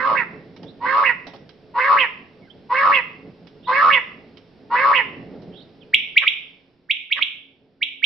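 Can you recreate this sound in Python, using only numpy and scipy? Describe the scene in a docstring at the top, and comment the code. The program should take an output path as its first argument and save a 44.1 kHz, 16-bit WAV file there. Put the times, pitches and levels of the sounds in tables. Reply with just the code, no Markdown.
"""Quails calling in a bare room

Quails call from cloth-covered cages: six hoarse growls, then whip notes in the rhythm 'wet, wet-my-lips'.
A growl is two clashing tones that ring a moving beak resonance; a whip note is a leaping, nearly pure tone.
Soft purrs join two pairs of whip notes, and birds scuff (noise bursts) and peep (gliding tones) faintly.
Filtered noise gives a low hum and a hiss; echoes and decaying noise make the walls ring after every note."""
import sys
import numpy as np
from scipy import signal
from scipy.fft import rfft, irfft, next_fast_len
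from scipy.io import wavfile
from scipy.ndimage import map_coordinates

SR = 44100
rng = np.random.default_rng(int(sys.argv[2]) if len(sys.argv) > 2 else 0)


def bounce(signal):
    """Save signal as a 16-bit WAV file at the path given by the first command-line argument."""
    frames = np.transpose(np.atleast_2d(signal))
    limited = np.clip(frames, -1, 1)
    pcm = np.round(limited * 32767).astype(np.int16)
    wavfile.write(sys.argv[1], SR, pcm)


N = 355005
TIME = np.arange(N) / SR

# Spectra of the noises, as relative levels: hz, level_db
HUM_SPECTRUM = [(15, -50.5), (25, -32.5), (37, -20.5), (161, 1.5), (279, -2.5), (318, -3), (442, -3.5),
                (483, -4), (835, -14), (1040, -25.5), (1290, -24), (2190, -18), (2550, -36.5),
                (3470, -23.5), (4720, -33.5), (6140, -59), (10400, -120)]
HISS_SPECTRUM = [(500, 7), (1200, -2.5), (3000, -4), (5400, -8.5), (6300, -35), (14000, -43.5)]
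RUSTLE_SPECTRUM = [(500, -11), (1500, 1), (3500, 3.5), (5500, -1.5), (6600, -37), (10000, -53)]
BUMP_SPECTRUM = [(60, -22), (200, 9.5), (500, -3), (800, 9), (1300, -10), (4000, -44)]
RASP_SPECTRUM = [(300, -29), (900, 14), (2500, 7), (3600, 0), (5300, -21.5), (6800, -55)]
WALL_SPECTRUM = [(200, -3.5), (600, 0), (1100, -8.5), (2200, -3), (3600, 0.5), (4600, -12.5), (5700, 5.5),
                 (6600, -21), (8000, -30.5)]
# Colour that windpipe and covered cage give the hoarse voice: hz, gain_db
CAGE_COLOUR = [(480, 5.5), (600, 2.5), (760, -1), (1100, 2.5), (1480, -3), (1750, 1.5), (2150, 3),
               (2420, -6.5), (2650, 2), (2950, -1.5), (3200, -7), (3500, -2), (3900, -2.5), (4330, 3.5),
               (4580, -8), (4880, 3), (5700, -8.5), (6500, -22)]
# Treble loss of the left channel's direct sound: hz, gain_db
LEFT_SHADOW = [(1250, 0.5), (1700, -3.5), (2600, -9.5), (4500, -14.5)]
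# Level of the hum before HUM_GAIN_DB: time_s, level_db
HUM_LEVEL = [(0.0, -45.5), (0.31, -43.5), (1.5, -54), (4.12, -50), (4.5, -54), (5.34, -42.5), (6.23, -62),
             (7.33, -67), (7.67, -62.5), (8.05, -65)]
# Narrow strands, relative to the hum before and after DROP_S: hz, early_db, late_db
HUM_STRANDS = [(175.5, -11.5, -29), (223.5, -13, -20.5), (270.3, -10.5, -3), (357.3, -16, -11),
               (429.6, -9.5, -14)]
# First echoes from cage and floor: left_delay_s, right_delay_s, level_db
NEAR_ECHOES = [(.0013, 0.0016, -18.5), (.0036, .0032, -13.5), (.0071, .0077, -15)]
# Faint gliding peeps: start_s, length_s, first_hz, last_hz, level_db, roughness (ratio)
PEEPS = [(0.656, 0.06, 3095, 4154, -45.5, 1), (2.413, 0.062, 2300, 1960, -53, 0.04),
         (2.471, 0.022, 1723, 1356, -52.5, 0.2), (2.498, .016, 2930, 3554, -41, 0.2),
         (3.622, 0.16, 3300, 4520, -39.5, 1.2), (5.514, 0.14, 2917, 4303, -45, 1.1),
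         (5.806, .036, 3610, 2275, -47.5, 0.26)]
# Scuffs in the cages: start_s, rustle_db, bump_db, decay_s
SCUFFS = [(.5635, -42.5, -51.5, .009), (0.6306, -43, -42, .01), (1.268, -39, -37.5, 0.02),
          (1.335, -45, -37, 0.02), (1.36, -44, -46, 0.0062), (1.492, -41, -61.5, .007),
          (3.47, -47.5, -58, .012), (4.371, -43, -62, 0.0097), (5.42, -53, -49, .012)]
# The two sides of the syrinx: pitch (ratio), level_db
SYRINX_SIDES = [(1, -2.5), (1.14, -8)]
# Throat harmonics from the first upward: level_db
THROAT_HARMONICS = [-17, 0, -12, -10, -14.5, -17.5, -21, -23, -25.5, -29.5, -34]
# Purrs: start_s, end_s, level_db, left_minus_right_db
PURRS = [(6.206, 6.258, -5, -2), (7.152, 7.21, -8, -5.5)]
# Growls: start_s, length_s, attack_s, level_db, yelp_boost_db, pitch (ratio), resonance (ratio),
# left_minus_right_db
GROWLS = [(-.082, 0.33, .07, -5, 4.5, .955, .86, -5), (0.796, 0.34, 0.081, -3, 6.5, .965, .92, -4),
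          (1.733, 0.34, 0.06, -0.5, 6.5, 0.97, 1.046, -1), (2.688, 0.33, 0.044, 0, 3.5, 0.99, 1.04, -.5),
          (3.663, .34, 0.044, .5, 6.5, 1.01, 1.045, -.5), (4.694, 0.34, 0.053, 0, 6.5, 0.96, 1.055, -0.5)]
# Whip notes: snap_s, level_db, snap_boost_db, length (ratio), left_minus_right_db
WHIPS = [(5.9455, 1.5, 1.5, 0.67, -2.5), (6.1793, 3, -4, 1.01, -1), (6.2798, -3.5, 2, 1.04, -5.5),
         (6.9115, -6.5, 2, 1, -6.5), (7.1268, -7.5, 2.5, 1.11, -6.5), (7.2258, -8.5, 5, 1.1, -8),
         (7.83, -9, 3, 0.99, -6), (8.043, -6.5, 3.5, 1.04, -10)]

# The hiss follows a share of the hum's swings and sinks over DROP_S, during the whip notes
HUM_GAIN_DB = 3
HISS_DB, HISS_FOLLOWS, HISS_DROP_DB = -58.5, 0.16, -10
DROP_S = (6.4, 7)

# In a purr the pitch rises while the beak closes (first, last)
PURR_PITCH_HZ, PURR_BEAK_HZ = (506.4, 642), (2500, 1052)
PURR_THROAT_DB, PURR_BEAK_DB, PURR_BEAK_FADE_DB, PURR_RATTLE = -29, -16, -11, 0.4

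# A growl's pitch, before its ratio, climbs evenly to a crest (share of length), then droops ever faster
START_HZ, CREST_HZ, END_HZ, CREST_AT = 479, 594.3, 430.7, .56
THROAT_DB, BEAK_DB, CRESCENDO_DB = -20.5, -22.5, 7.5
DROOP_DB, GROWL_RELEASE_S = -5, 0.034
# The beak opens twice: (opens, widest, shut) as shares of the length
SWELL_SHARES, YELP_SHARES = (.16, .25, .5), (.685, .795, 1.06)
# Beak resonance when shut and the lift of each gape, before the resonance ratio
SHUT_HZ, SWELL_LIFT_HZ, YELP_LIFT_HZ = 1070, 1000, 1564
GAPE_CURVE = .75  # below 1 the beak lingers open
# Rattle depth (0-1): a light base and a bell-shaped swell (centre, spread as shares of the length)
RATTLE_LIGHT, RATTLE_SWELL, RATTLE_AT, RATTLE_SPREAD = 0.27, .58, .58, 0.13

# Whip times count from the snap and rates are per second, before each note's length ratio
CREEP_S, CREEP_HZ, KNEE_HZ = .025, 1180, 2321
LEAP_HZ, LEAP_LAG_S, LEAP_S = 1670, 0.00056, .0012
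WHIP_DB, SWELL_DB_PER_S, GROW_S, GROW_DB_PER_S = -3, 2102, 0.0094, 751.5
COLLAPSE_DB_PER_S, COLLAPSE_S = 4296.5, 0.0056


def undb(db):
    """Logarithmic level: decibels become an amplitude factor."""
    return 10 ** (np.asarray(db) / 20)


def unit(x):
    """Normalisation: scale to rms 1."""
    return x / np.sqrt(np.mean(x ** 2))


def shade(x, colour):
    """Linear filtering: weight each frequency by a curve of (Hz, dB)."""
    hz, db = np.transpose(colour)
    size = next_fast_len(len(x))
    bins_hz = np.fft.rfftfreq(size, 1 / SR)
    gain = undb(np.interp(np.log(bins_hz + 1), np.log(hz), db))
    return irfft(rfft(x, size) * gain, size)[:len(x)]


def noise(colour, size):
    """Coloured noise: white noise shaped by a spectrum, at rms 1."""
    return unit(shade(rng.standard_normal(size), colour))


def wander(t, rate):
    """Random modulation: a smooth curve of spread near 1 through rate new values a second."""
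    return map_coordinates(rng.standard_normal(1024), [(t - t[0]) * rate], order=2, mode="wrap")


def turn(hz):
    """Phase is accumulated frequency: radians of a moving pitch."""
    return 2 * np.pi * np.cumsum(hz) / SR


def ringing(t, phase, rate):
    """Randomly driven resonance: strength and phase renew rate times a second."""
    return wander(t, rate) * np.sin(phase) + wander(t, rate) * np.cos(phase)


def fade(t, attack_s, release_s):
    """Amplitude envelope: smooth attack, hold and release over the times t."""
    rise = np.clip((t - t[0]) / attack_s, 0, 1)
    fall = np.clip((t[-1] - t) / release_s, 0, 1)
    return (np.sin(np.pi / 2 * rise) * np.sin(np.pi / 2 * fall)) ** 2


def add(out, sound, start, pan_db):
    """Superposition: add a sound at its time, placed by the level difference left minus right."""
    index = int(start * SR) + np.arange(len(sound))
    inside = (index >= 0) & (index < N)
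    gains = undb(np.array([[pan_db], [-pan_db]]) / 2)
    out[:, index[inside]] += gains * sound[inside]


def background(hum_side_db=-13, hiss_side_db=-6, waver_db=2.16, pan_db=-2.0):
    """Partly correlated noise: a hum with wavering strands, nearly alike on both sides, and a faint hiss."""
    time_s, level_db = np.transpose(HUM_LEVEL)
    sides = np.array([[1], [-1]])
    hum_db = np.interp(TIME, time_s, level_db) + HUM_GAIN_DB
    hiss_db = HISS_DB + HISS_FOLLOWS * (hum_db - hum_db.mean())
    hiss_db = hiss_db + np.interp(TIME, DROP_S, [0, HISS_DROP_DB])
    # a second noise of opposite sign on the two sides gives width
    hum = noise(HUM_SPECTRUM, N) + undb(hum_side_db) * sides * noise(HUM_SPECTRUM, N)
    hum = signal.sosfilt(signal.butter(2, 1100, fs=SR, output="sos"), hum) * undb(-1.5)
    for hz, *levels_db in HUM_STRANDS:
        strand_db = np.interp(TIME, DROP_S, levels_db)
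        hum = hum + undb(strand_db) * ringing(TIME, 2 * np.pi * hz * TIME, 14)
    hiss = noise(HISS_SPECTRUM, N) + undb(hiss_side_db) * sides * noise(HISS_SPECTRUM, N)
    wavering_hum = undb(hum_db + waver_db * wander(TIME, 14)) * hum
    return (wavering_hum + undb(hiss_db) * hiss) * undb(sides * pan_db / 2)


def room(x, wet_db, early_db, early_s, t60, likeness, lean_db):
    """Reverberation: close echoes, a quick scatter from neighbouring cages, then the ring of bare walls."""
    t = TIME[:SR]
    onset = np.clip((t - .002) / 0.0057, 0, 1)
    shared = noise(WALL_SPECTRUM, SR)
    out = x.copy()
    for *delays, db in NEAR_ECHOES:
        for channel, delay in enumerate(delays):
            lag = int(delay * SR)
            out[channel, lag:] += undb(db) * x[channel, :-lag]
    source = x.mean(axis=0)
    for channel, side in enumerate((1, -1)):
        # likeness is the share of power common to both sides
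        own = noise(WALL_SPECTRUM, SR)
        diffuse = onset * (np.sqrt(likeness) * shared + np.sqrt(1 - likeness) * own)
        ring = undb(wet_db) * unit(diffuse * undb(-60 * t / t60))
        scatter = undb(early_db) * unit(diffuse * np.exp(-t / early_s))
        response = (ring + scatter) / np.sqrt(SR)
        out[channel] += undb(side * lean_db / 2) * signal.fftconvolve(source, response)[:N]
    return out


def small_sounds(pan_db=-3):
    """Gliding tones and decaying contact noise: thin peeps and brief scuffs of the other birds."""
    out = np.zeros((2, N))
    for start, length, first_hz, last_hz, db, rough in PEEPS:
        t = np.arange(0, length, 1 / SR)
        hz = np.linspace(first_hz, last_hz, len(t)) * (1 + 0.076 * rough * wander(t, 290))
        add(out, undb(db) * np.sin(turn(hz)) * np.sin(np.pi * t / length), start, pan_db)
    t = TIME[:SR // 5]
    for start, rustle_db, bump_db, decay in SCUFFS:
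        rustle = undb(rustle_db) * noise(RUSTLE_SPECTRUM, len(t))
        bump = undb(bump_db) * noise(BUMP_SPECTRUM, len(t))
        envelope = np.minimum(t / 0.00049, 1) * np.exp(-t / decay)
        add(out, (rustle + bump) * envelope, start, pan_db)
    return out


def hoarse_voice(t, hz, throat_db, beak_hz, beak_db, rattle, grit_db, rasp_db, rattle_hz=102,
                 swing=0.14, width=0.23, pipe_hz=1130, pipe_db=-14):
    """Source and filter: two clashing syrinx tones ring a moving beak resonance; a rattle chops and bends them."""
    jitter, drift, shimmer, stutter, chop = .012, .014, .22, .15, .65
    flap = turn(rattle_hz * (1 + .2 * wander(t, 110)))
    pulse = (1 + chop * rattle * np.cos(flap)) * (1 + stutter * wander(t, 170))
    throat, beak = 0, 0
    for ratio, side_db in SYRINX_SIDES:
        bend = swing * rattle * np.sin(flap)
        unsteadiness = jitter * wander(t, 600) + drift * wander(t, 90.08)
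        phase = turn(ratio * hz * (1 + bend + unsteadiness))
        for k, db in enumerate(THROAT_HARMONICS, 1):
            tone = np.sqrt(2) * np.sin(k * phase + rng.uniform(0, 2 * np.pi))
            partial = undb(side_db) * tone * (1 + shimmer * wander(t, 380))
            # side_db counts twice here: the weaker side hardly sounds unless the beak lifts it
            throat = throat + undb(db + side_db) * partial
            detuning = (k * ratio * hz - beak_hz) / (width * beak_hz)
            beak = beak + partial / (1 + detuning ** 6)
    # the wider the beak opens, the more irregular the vibration that rings it
    beak = beak + undb(grit_db) * (beak_hz / 1500) ** 2 * ringing(t, turn(beak_hz), 800)
    # air pressure holds the strength of the vibration steady
    power = signal.fftconvolve(beak ** 2, np.hanning(201) / 100, mode="same")
    beak = beak / np.sqrt(.02 + power)
    # turbulence hisses in time with the second side and rings the windpipe's fixed resonance
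    hiss = undb(rasp_db) * noise(RASP_SPECTRUM, len(t)) * (1 + 0.46 * np.cos(phase))
    rasp = hiss + undb(pipe_db) * ringing(t, 2 * np.pi * pipe_hz * t, 260)
    voiced = pulse * (undb(throat_db) * throat + undb(beak_db) * beak)
    return shade(voiced + undb(throat_db) * rasp, CAGE_COLOUR)


def purrs(attack_s=0.029, release_s=.02):
    """Falling resonance over a rising pitch: a short hoarse sound between paired whip notes."""
    out = np.zeros((2, N))
    for start, end, db, pan_db in PURRS:
        t = np.arange(start, end, 1 / SR)
        hz = np.linspace(*PURR_PITCH_HZ, len(t))
        beak_hz = np.linspace(*PURR_BEAK_HZ, len(t))
        beak_db = PURR_BEAK_DB + np.linspace(0, PURR_BEAK_FADE_DB, len(t))
        voice = hoarse_voice(t, hz, PURR_THROAT_DB, beak_hz, beak_db, PURR_RATTLE, grit_db=0, rasp_db=-12.5)
        add(out, undb(db) * fade(t, attack_s, release_s) * voice, start, pan_db)
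    return out


def gape(u, shares):
    """Aperture of the resonator: how wide the beak stands (0-1) at the share u of a growl."""
    return np.interp(u, shares, [0, 1, 0]) ** GAPE_CURVE


def growls():
    """Moving formant: pitch arches once, the beak gapes twice with a hard rattle between, ending in a yelp."""
    out = np.zeros((2, N))
    for start, length, attack_s, db, yelp_db, pitch, opening, pan_db in GROWLS:
        t = np.arange(0, length, 1 / SR)
        u = t / length
        droop = np.maximum(u - CREST_AT, 0) / (1 - CREST_AT)
        climb_hz = np.interp(u, [0, CREST_AT], [START_HZ, CREST_HZ])
        hz = climb_hz - (CREST_HZ - END_HZ) * droop ** 2
        swell, yelp = gape(u, SWELL_SHARES), gape(u, YELP_SHARES)
        beak_hz = SHUT_HZ + SWELL_LIFT_HZ * swell + YELP_LIFT_HZ * yelp
        beak_db = BEAK_DB + CRESCENDO_DB * u + yelp_db * yelp ** 3
        rattle = RATTLE_LIGHT + RATTLE_SWELL * np.exp(-((u - RATTLE_AT) / RATTLE_SPREAD) ** 2)
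        voice = hoarse_voice(t, hz * pitch, THROAT_DB, beak_hz * opening, beak_db, rattle,
                             grit_db=-11.5, rasp_db=-27.5)
        # a growl weakens as its pitch droops
        envelope = undb(db + DROOP_DB * droop ** 2) * fade(t, attack_s, GROWL_RELEASE_S)
        add(out, envelope * voice, start, pan_db)
    return out


def whips(octave_db=-28, release_s=0.0017):
    """Frequency sweep: a nearly pure tone creeps up to a knee, then leaps within milliseconds and collapses."""
    out = np.zeros((2, N))
    for snap_s, db, snap_db, length, pan_db in WHIPS:
        t = np.arange(-CREEP_S * length, COLLAPSE_S * length, 1 / SR)
        before, after = np.maximum(-t / length, 0), np.maximum(t / length, 0)
        leap = 1 / (1 + np.exp((LEAP_LAG_S - t / length) / LEAP_S))
        hz = KNEE_HZ - (KNEE_HZ - CREEP_HZ) * (before / CREEP_S) ** 2 + LEAP_HZ * leap
        # the level swells fast, then grows slowly up to the snap, and collapses after it
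        shape_db = WHIP_DB - SWELL_DB_PER_S * np.maximum(before - GROW_S, 0)
        shape_db = shape_db - GROW_DB_PER_S * before - COLLAPSE_DB_PER_S * after
        snap = np.interp(hz, [2300, 3000], [0, 1])
        phase = turn(hz * (1 + 0.015 * wander(t, 500)))
        # the second harmonic is strongest in the quiet creep
        second_db = octave_db + np.interp(hz, [2050, 2400], [0, -12])
        second = undb(second_db) * np.sin(2 * phase + .5 * wander(t, 1300))
        envelope = undb(db + shape_db + snap_db * snap) * fade(t, release_s, release_s)
        add(out, envelope * (np.sin(phase) + second), snap_s + t[0], pan_db)
    return out


def scene():
    """Superposition: all birds in one reverberant room, over the hum and hiss."""
    left, right = growls() + purrs() + small_sounds()
    shadowed = np.array([shade(left, LEFT_SHADOW), right])
    soft = room(shadowed, wet_db=-13, early_db=-14.0, early_s=0.0047, t60=0.49, likeness=0.26, lean_db=-4.0)
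    sharp = room(whips(), wet_db=-10.0, early_db=-16.0, early_s=0.0021, t60=0.49, likeness=0.2, lean_db=-4.0)
    return soft + sharp + background()


def record(dry):
    """Saturation and band limit: the loudest peaks overload the microphone; the top is cut at 15.1 kHz."""
    knee = 22  # high: only peaks near full scale are rounded
    rounded = dry / (1 + np.abs(dry) ** knee) ** (1 / knee)
    rounded = rounded * np.minimum(TIME / 0.00035, 1)  # brief fade-in
    return signal.sosfilt(signal.ellip(8, .2, 70, 15100, fs=SR, output="sos"), rounded)


dry = scene()
out = record(dry)
bounce(out)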